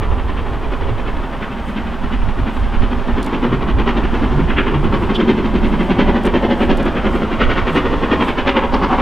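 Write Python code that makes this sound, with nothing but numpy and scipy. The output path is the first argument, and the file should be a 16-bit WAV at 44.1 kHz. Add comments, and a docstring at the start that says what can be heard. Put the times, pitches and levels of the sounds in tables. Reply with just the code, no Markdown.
"""A grassy cutting with a brick bridge, on the way to a country station: a steam locomotive works hard.
Its exhaust limps along at four beats per wheel turn, each a hollow thump in the chimney with a bark and
a rasp of steam above it, echoing off bridge and banks. Carriages rumble and wheels roar on the rails.
A breeze buffets the microphone over a faint hiss and a thin electronic whine, and something close by
rustles and clicks now and then."""
import sys
import numpy as np
from scipy import signal
from scipy.fft import rfft, irfft, next_fast_len
from scipy.io import wavfile
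from scipy.ndimage import uniform_filter1d

SR = 44100
rng = np.random.default_rng(int(sys.argv[2]) if len(sys.argv) > 2 else 0)


def store_wav(level_fs):
    """Save 16-bit WAV to argv[1]."""
    pcm = np.round(np.clip(np.atleast_2d(level_fs), -1, 1) * 32767)
    wavfile.write(sys.argv[1], SR, pcm.T.astype(np.int16))


N = 397341
TIME = np.arange(N) / SR


def from_db(db):
    """Decibels to gain."""
    return 10 ** (np.asarray(db) / 20)


def automation(rows):
    """One curve per column, drawn through the breakpoint times in the first."""
    times, *columns = np.transpose(rows)
    return [np.interp(TIME, times, column) for column in columns]


def coloured(spectrum):
    """Noise of rms 1 with a given spectrum that falls away steeply beyond its ends."""
    points_hz, db = np.transpose(spectrum)
    size = next_fast_len(N)
    hz = np.maximum(np.fft.rfftfreq(size, 1 / SR), 1)
    gain = from_db(np.interp(np.log(hz), np.log(points_hz), db))
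    skirts = np.minimum(1, np.minimum(hz / points_hz[0], points_hz[-1] / hz)) ** 2
    noise = irfft(rfft(rng.standard_normal(size)) * gain * skirts, size)[:N]
    return noise / np.std(noise)


def drift(rate_hz):
    """Smooth random modulation with a spread of 1."""
    step = 16
    size = next_fast_len(N // step + 2)
    hz = np.fft.rfftfreq(size, step / SR)
    slow = irfft(rfft(rng.standard_normal(size)) / (1 + (hz / rate_hz) ** 2) ** 2, size)
    return np.interp(TIME, np.arange(size) * step / SR, slow / np.std(slow))


def resonant(hz, width_hz):
    """Noise ringing in one steep-sided resonance with a moving centre."""
    phase = 2 * np.pi * np.cumsum(hz) / SR
    return (drift(width_hz) * np.cos(phase) + drift(width_hz) * np.sin(phase)) / np.sqrt(2)


def evened(x, span_s):
    """Keeps the grain of a noise but holds its level steady."""
    size = int(span_s * SR)
    return x / np.sqrt(uniform_filter1d(uniform_filter1d(x * x, size), size) + 1e-9)


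def lowpass(x, hz, order=1):
    """Rolls off the top."""
    return signal.sosfilt(signal.butter(order, hz, fs=SR, output="sos"), x)


def tilted(x, pivot_hz, tilt_db):
    """Tilt EQ: raises the part above the pivot against the part below."""
    low = signal.sosfiltfilt(signal.butter(3, pivot_hz, fs=SR, output="sos"), x)
    return low * from_db(-tilt_db / 2) + (x - low) * from_db(tilt_db / 2)


def swell(peak_s, rise_s, fall_s):
    """A rounded attack to 1, then a dying tail: returns the slice of time and the shape."""
    span = slice(max(int((peak_s - 4 * rise_s) * SR), 0), int((peak_s + 8 * fall_s) * SR))
    t = TIME[span] - peak_s
    attack = np.exp(-.5 * (t / rise_s) ** 2)
    tail = np.exp(.5 - np.hypot(t / fall_s, .5))
    return span, np.where(t < 0, attack, tail)


def bursts(rows):
    """Envelope of swells (t/s, level/dB, rise/s, fall/s), added in power."""
    power = np.zeros(N)
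    for s, db, rise_s, fall_s in rows:
        span, shape = swell(s, rise_s, fall_s)
        power[span] += (from_db(db) * shape) ** 2
    return np.sqrt(power)


def hits(cues, rise_s, fall_s):
    """Envelope of cues (t/s, level/dB) that share one shape."""
    return bursts((s, db, rise_s, fall_s) for s, db in cues)


def ringing(cues, width_hz, rise_s, fall_s):
    """Short swells of narrow-band noise, each at its own pitch."""
    grain = drift(width_hz) + 1j * drift(width_hz)
    grain /= np.sqrt(.5 + np.abs(grain) ** 2 / 4)   # tames the flutter within a swell
    out = np.zeros(N)
    for s, db, hz in cues:
        span, shape = swell(s, rise_s, fall_s)
        out[span] += from_db(db) * shape * np.real(grain[span] * np.exp(2j * np.pi * hz * TIME[span]))
    return out


def moving_air(x, share, lag_s, wander):
    """Distant sound also arrives by slightly longer paths that shift with the air."""
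    late = sum(np.interp(TIME - k * lag_s * (1 + wander * drift(1.21)), TIME, x) for k in (1, 2))
    return (x + share * late) / np.sqrt(1 + 2 * share ** 2)


# Comb of the ground bounce: t/s, first dip f/Hz, reflected share
GROUND_BOUNCE = [(5.4, 1443, 0.02), (6.4, 1300, 0.25), (7.05, 879.3, 0.26), (7.7, 830, 0.27),
                 (8.3, 673, .22), (9, 594, 0.12)]

def over_ground(x):
    """A grazing reflection returns inverted; its lag grows as the train nears, so the dips slide down."""
    dip_hz, share = automation(GROUND_BOUNCE)
    bounce = signal.sosfiltfilt(signal.butter(2, 2800, fs=SR, output="sos"), x)   # ballast scatters highs
    return (x - share * np.interp(TIME - 1 / dip_hz, TIME, bounce)) / np.sqrt(1 + share ** 2)


# Exhaust tone along the curve: t/s, chimney base f/Hz, relative overtone level/dB, bark tilt/dB
EXHAUST_TONE = [(0, 255.3, 0.5, 9), (.9, 253.8, 4.5, 3), (1.7, 230.1, -18, -1), (3.5, 253, -4, 5),
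                (4.3, 248.9, -8.5, 7), (4.7, 238.2, 3.5, 14), (5.8, 218.7, -8, -4), (6.6, 237.7, -3, -8),
                (7.2, 234, -4.5, -10), (7.8, 281.1, -2, -3), (9, 242.1, -4, 3)]
# Spectrum of the chimney's broad body: f/Hz, level/dB
BODY_EQ = [(150, -9), (190, -3.5), (290, -3), (322, -3.5), (360, 2), (415, -5), (455, -13.5)]

def chimney(body_db):
    """The chimney rings with a hollow, wavering note and its overtone, on a broad rush."""
    base_hz, overtone_db, _ = automation(EXHAUST_TONE)
    wavering_hz = base_hz * (1 + .01509 * drift(5.994))
    note = evened(resonant(.98 * wavering_hz, width_hz=51.6), span_s=.018)
    overtone = evened(resonant(1.58 * wavering_hz, width_hz=121), span_s=.032)
    body = from_db(body_db + .3 * overtone_db) * coloured(BODY_EQ)
    return note + from_db(overtone_db - 1.5) * overtone + body


# Fader rides of the rolling train: t/s, relative rumble level/dB, relative roar level/dB
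ROLLING_FADERS = [(0, -24, -28), (1.2, -23, -27), (2.4, -31, -26.5), (3.3, -24.5, -24.5), (3.7, -22, -28.5),
                  (4.2, -21.5, -22.5), (4.8, -18, -26), (5.3, -17.5, -24.5), (6.4, -21.5, -24.5),
                  (7.4, -21, -22.5), (8.2, -20, -21.5), (8.55, -28, -27), (9.01, -24, -20)]
# Spectra of carriage rumble and wheel roar: f/Hz, level/dB
RUMBLE_EQ = [(70, -1.5), (105, -6), (160, -2), (235, -7.5), (320, -8), (410, -10.5), (480, -18.5),
             (800, -31)]
ROAR_EQ = [(350, -6.5), (550, -1), (950, 2), (1400, -4.5), (2300, -13.5), (3200, -14.5), (4000, -24.5),
           (5500, -31.5), (9000, -46)]

def rolling_train():
    """Carriages rumble, wheels roar on the rails, and the exhaust blurs to a drone between the banks."""
    rumble_db, roar_db = automation(ROLLING_FADERS)
    rumble = evened(coloured(RUMBLE_EQ) + from_db(-5.5) * chimney(body_db=-10), span_s=.051)
    roar = over_ground(moving_air(coloured(ROAR_EQ), share=.19, lag_s=.0073, wander=.03))
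    return from_db(rumble_db - 6) * rumble + from_db(roar_db - 3.5) * roar


# Lulls in the breeze: t/s, depth/dB (negative lifts it), rise and fall/s
LULL_CUES = [(1.62, 4.5, 0.25), (2.05, -2, .08), (3.35, 4, 0.12), (6.4, 1.5, 0.26), (8.5, 2, 0.36)]
# Gusts: t/s, level/dB, rise and fall/s
GUST_CUES = [(.11, -10, 0.035), (.42, -20, 0.065), (.88, -18.5, .1), (1.17, -17, 0.061),
             (2.26, -12.5, 0.08), (2.42, -12, 0.032), (2.63, -12, 0.06), (2.81, -6.5, 0.036),
             (2.98, -14.5, .035), (3.14, -10, 0.013), (3.76, -9.5, 0.033), (4.25, -16.5, 0.69),
             (4.87, -13.5, 0.067), (5.64, -14.5, 0.049), (6.08, -11.5, 0.034), (6.72, -15, 0.048),
             (7.12, -19, .08), (7.47, -10, 0.03), (7.98, -22, .035), (8.73, -17, 0.027)]
# Spectrum of wind on the microphone: f/Hz, level/dB
BUFFET_EQ = [(7, 0.5), (14, 2), (35, 1.5), (62, -4), (85, -14), (130, -19), (250, -47), (600, -63)]

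def breeze():
    """Lumpy low pressure with gusts and lulls, almost the same on both capsules."""
    lull_db = sum(db * bursts([(s, 0, span_s, span_s)]) for s, db, span_s in LULL_CUES)
    bed = from_db(-18.5 + 2 * drift(5.7) - lull_db)
    gusts = bursts((s, db, span_s, span_s) for s, db, span_s in GUST_CUES)
    centre = evened(coloured(BUFFET_EQ), span_s=.024)
    sides = np.array([coloured(BUFFET_EQ), coloured(BUFFET_EQ)])
    return np.hypot(bed, gusts) * (centre + from_db(-16) * sides)


# Spectrum of the outdoor hiss: f/Hz, level/dB
AIR_EQ = [(2000, -75), (5000, 13), (8000, 23.5), (11000, 17.5), (15500, 14)]

def noise_floor():
    """Faint outdoor hiss, the microphone's electronic noise, and a thin high whine."""
    hiss = from_db(-62.5) * coloured(AIR_EQ)
    self_noise = from_db(-70.5) * rng.standard_normal((2, N))
    whine = from_db(-84) * np.sin(2 * np.pi * 15625 * TIME)
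    return hiss + self_noise + whine


# The limping four-beat groove: position/turns, thump accent/dB, bark accent/dB, rasp accent/dB
GROOVE = [(0, 3, 3.1, 3.5), (.26, -0.3, 2, -0.6), (.456, -0.5, 0.8, -0.3), (.746, 0.8, 0.9, 0.5)]
# Fader rides as the engine rounds the curve: t/s, then relative level/dB of thump, bark and rasp
EXHAUST_FADERS = [(0, -25, -25.5, -33), (1.35, -25, -25.5, -33), (1.6, -21.5, -38, -34),
                  (2.65, -19.5, -28, -32.5), (3.45, -12.5, -21.5, -28), (3.85, -15.5, -18.5, -26),
                  (4.3, -12, -26, -30.5), (4.95, -15.5, -17.5, -27.5), (5.2, -8.5, -22.5, -24.5),
                  (5.72, -10.5, -24, -28.5), (5.95, -10.5, -17, -24.5), (6.65, -9, -13.5, -24),
                  (7.25, -12, -20.5, -25), (7.5, -16.5, -17, -17.5), (7.95, -12, -18, -24.5),
                  (8.45, -13.5, -12.5, -18), (8.78, -13, -12.5, -25.5), (9.01, -13, -10, -20.5)]

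def exhaust_beats():
    """Four beats per turn of the slowing wheels: cues (t/s, level/dB) for thump, bark and rasp."""
    turn_count, first_beat_s, turn_s, slowing_s_per_turn = 26, .035, .3487, .00028
    position, *accents_db = np.tile(np.transpose(GROOVE), turn_count)
    turns = np.repeat(np.arange(turn_count), len(GROOVE)) + position
    jitter_s, scatter_db = (rng.standard_normal((len(turns), 2)) * [.0014, 1.56]).T
    times = first_beat_s + turn_s * turns + slowing_s_per_turn * turns ** 2 / 2 + jitter_s
    fader_times, *faders_db = np.transpose(EXHAUST_FADERS)
    return [zip(times, np.interp(times, fader_times, fader_db) + accent_db + scatter_db)
            for fader_db, accent_db in zip(faders_db, accents_db)]


def chimney_thump(beats):
    """Each release of steam booms in the chimney."""
    tone = evened(chimney(body_db=-3), span_s=.037)
    return from_db(-3.5) * tone * hits(beats, rise_s=.017, fall_s=.021)


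# Spectrum of the blast: f/Hz, level/dB
BARK_EQ = [(330, -5), (440, -3), (540, 10.5), (660, 0), (850, 7.5), (1080, 7.5), (1300, 0), (1700, -41)]

def blast_bark(beats, tearing):
    """The blast tears into the air above the chimney with a midrange bark."""
    _, _, tilt_db = automation(EXHAUST_TONE)
    blast = tilted(coloured(BARK_EQ), pivot_hz=750, tilt_db=tilt_db + 1.5 * drift(8.9))
    distant = over_ground(moving_air(blast, share=.4, lag_s=.0052, wander=.078))
    return from_db(-6) * evened(distant * tearing, span_s=.028) * hits(beats, rise_s=.02, fall_s=.02)


# Spectrum of the steam jet: f/Hz, level/dB
RASP_EQ = [(950, -15), (1300, 3), (1850, 1.5), (2500, -2), (3200, -3), (3700, -12), (5000, -25.5),
           (7000, -37), (12000, -95)]

def steam_rasp(beats, tearing):
    """The ragged jet puts a bright edge on each beat."""
    jet = tilted(coloured(RASP_EQ), pivot_hz=2000, tilt_db=2 * drift(2.7) - .8)
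    distant = over_ground(moving_air(jet, share=.36, lag_s=.0021, wander=.091))
    return from_db(-1) * evened(distant * tearing, span_s=.014) * hits(beats, rise_s=.014, fall_s=.02)


# Slapback off bridge and banks: delay/s, level/dB
ECHO_TAPS = [(.05, -13), (.128, -20)]

def cutting_echoes(x):
    """Bridge and banks throw back dull echoes."""
    dull = lowpass(x, 2500)
    return sum(from_db(db) * np.interp(TIME - delay, TIME, dull, left=0) for delay, db in ECHO_TAPS)


# Flares of the blast: t/s, level/dB
FLARE_CUES = [(.385, -34.5), (1.435, -32), (2.747, -33), (3.342, -30), (4.05, -31), (4.507, -23),
              (4.588, -15), (4.68, -23.5), (4.76, -31), (6.004, -26), (6.265, -28), (6.627, -25),
              (6.978, -24.5), (7.419, -24), (8.572, -21.5)]
# Spectrum of a flare: f/Hz, level/dB
FLARE_EQ = [(1050, -6), (1400, 5), (1950, -0.5), (2600, -0.5), (3200, -2), (3600, -15), (5000, -47)]

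def blast_flares(tearing):
    """On some beats the blast flares with extra bite."""
    blast = evened(coloured(FLARE_EQ) * tearing, span_s=.014)
    return blast * hits(FLARE_CUES, rise_s=.013, fall_s=.02)


# Low booms: t/s, level/dB, f/Hz
BOOM_CUES = [(.92, -21, 102.2), (3.53, -19, 135.4), (4.38, -16.5, 155.6), (4.77, -14.5, 140),
             (7.75, -21, 166.9), (7.97, -30, 162.2)]

def booms():
    """Low, pitched booms roll along the cutting."""
    return ringing(BOOM_CUES, width_hz=28, rise_s=.03, fall_s=.055)


def stereo_noise(spectrum):
    """Mid-side noise with a little width."""
    return coloured(spectrum) + from_db(-17) * coloured(spectrum) * np.array([[1], [-1]])


# Close rustles: t/s, level/dB, rise/s
RUSTLE_CUES = [(1.69, -57, .04), (2.58, -58, .05), (4.85, -63, 0.075), (5.03, -58, .06), (5.69, -59, 0.037),
               (5.88, -60, 0.088), (6.63, -56, 0.043), (7.16, -55, 0.05), (7.76, -52.5, 0.043),
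               (8.28, -53, 0.054), (8.76, -62, .04)]
# Spectrum of a rustle: f/Hz, level/dB
RUSTLE_EQ = [(3000, -19), (6000, 2), (8200, 7), (11000, 0), (15500, -7)]

def rustles(grit):
    """Something brushes softly near the microphone."""
    envelope = bursts((s, db, rise_s, .028) for s, db, rise_s in RUSTLE_CUES)
    return grit * stereo_noise(RUSTLE_EQ) * envelope


# Close clicks: t/s, level/dB
CLICK_CUES = [(3.228, -38), (3.243, -39.5), (3.262, -40), (5.150, -44), (5.162, -47), (6.235, -43),
              (6.253, -36.5), (6.264, -39), (6.771, -36), (6.799, -51), (6.828, -45), (6.854, -45)]
# Spectrum of a click: f/Hz, level/dB
CLICK_EQ = [(2000, -34), (3500, 16), (5500, 7), (8000, 7.5), (9800, 6.5), (11500, 2), (15500, -10)]

def clicks(grit):
    """Small dry clicks in clusters, just right of centre."""
    envelope = hits(((s + .00058, db) for s, db in CLICK_CUES), rise_s=.0008, fall_s=.005)
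    pan = from_db([[-1], [1]])
    return grit * stereo_noise(CLICK_EQ) * envelope * pan


# Spits of steam: t/s, level/dB
SPIT_CUES = [(4.948, -43), (5.155, -35), (6.716, -40), (8.744, -33), (8.838, -33)]
# Spectrum of a spit: f/Hz, level/dB
SPIT_EQ = [(3000, 7), (3700, 2), (4700, 3.5), (5800, -8), (8000, -41)]

def steam_spits(tearing):
    """Steam spits on a few beats, short and sibilant."""
    return coloured(SPIT_EQ) * tearing * hits(SPIT_CUES, rise_s=.011, fall_s=.014)


# Clink of the running gear: t/s, level/dB, f/Hz
CLINK_CUES = [(5.159, -20.5, 3250)]

def gear_clink():
    """The running gear rings once, brief and bright."""
    return ringing(CLINK_CUES, width_hz=530, rise_s=.0065, fall_s=.0096)


def scene():
    """The train sits dead centre; the breeze and the close sounds add a little width."""
    thump_beats, bark_beats, rasp_beats = exhaust_beats()
    tearing = from_db(2 * drift(120))   # the jet is ragged within each beat
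    engine = chimney_thump(thump_beats) + blast_bark(bark_beats, tearing)
    engine += steam_rasp(rasp_beats, tearing) + blast_flares(tearing)
    engine += booms() + steam_spits(tearing) + gear_clink()
    beds = rolling_train() + breeze() + noise_floor()
    grit = from_db(2.2 * drift(500))   # fast flutter roughens the close sounds
    return beds + engine + cutting_echoes(engine) + rustles(grit) + clicks(grit)


def record(dry):
    """The left capsule has less bass than the right; peaks are soft-clipped and the top is cut."""
    left, right = dry
    left_bass = lowpass(lowpass(left, 46), 600)
    stereo = np.array([left - .78 * left_bass, right])
    rounded = stereo / (1 + stereo ** 8) ** (1 / 8)
    high_cut = signal.ellip(14, .1, 80, 15750, fs=SR, output="sos")
    return signal.sosfilt(high_cut, rounded)


dry = scene()
out = record(dry)
store_wav(out)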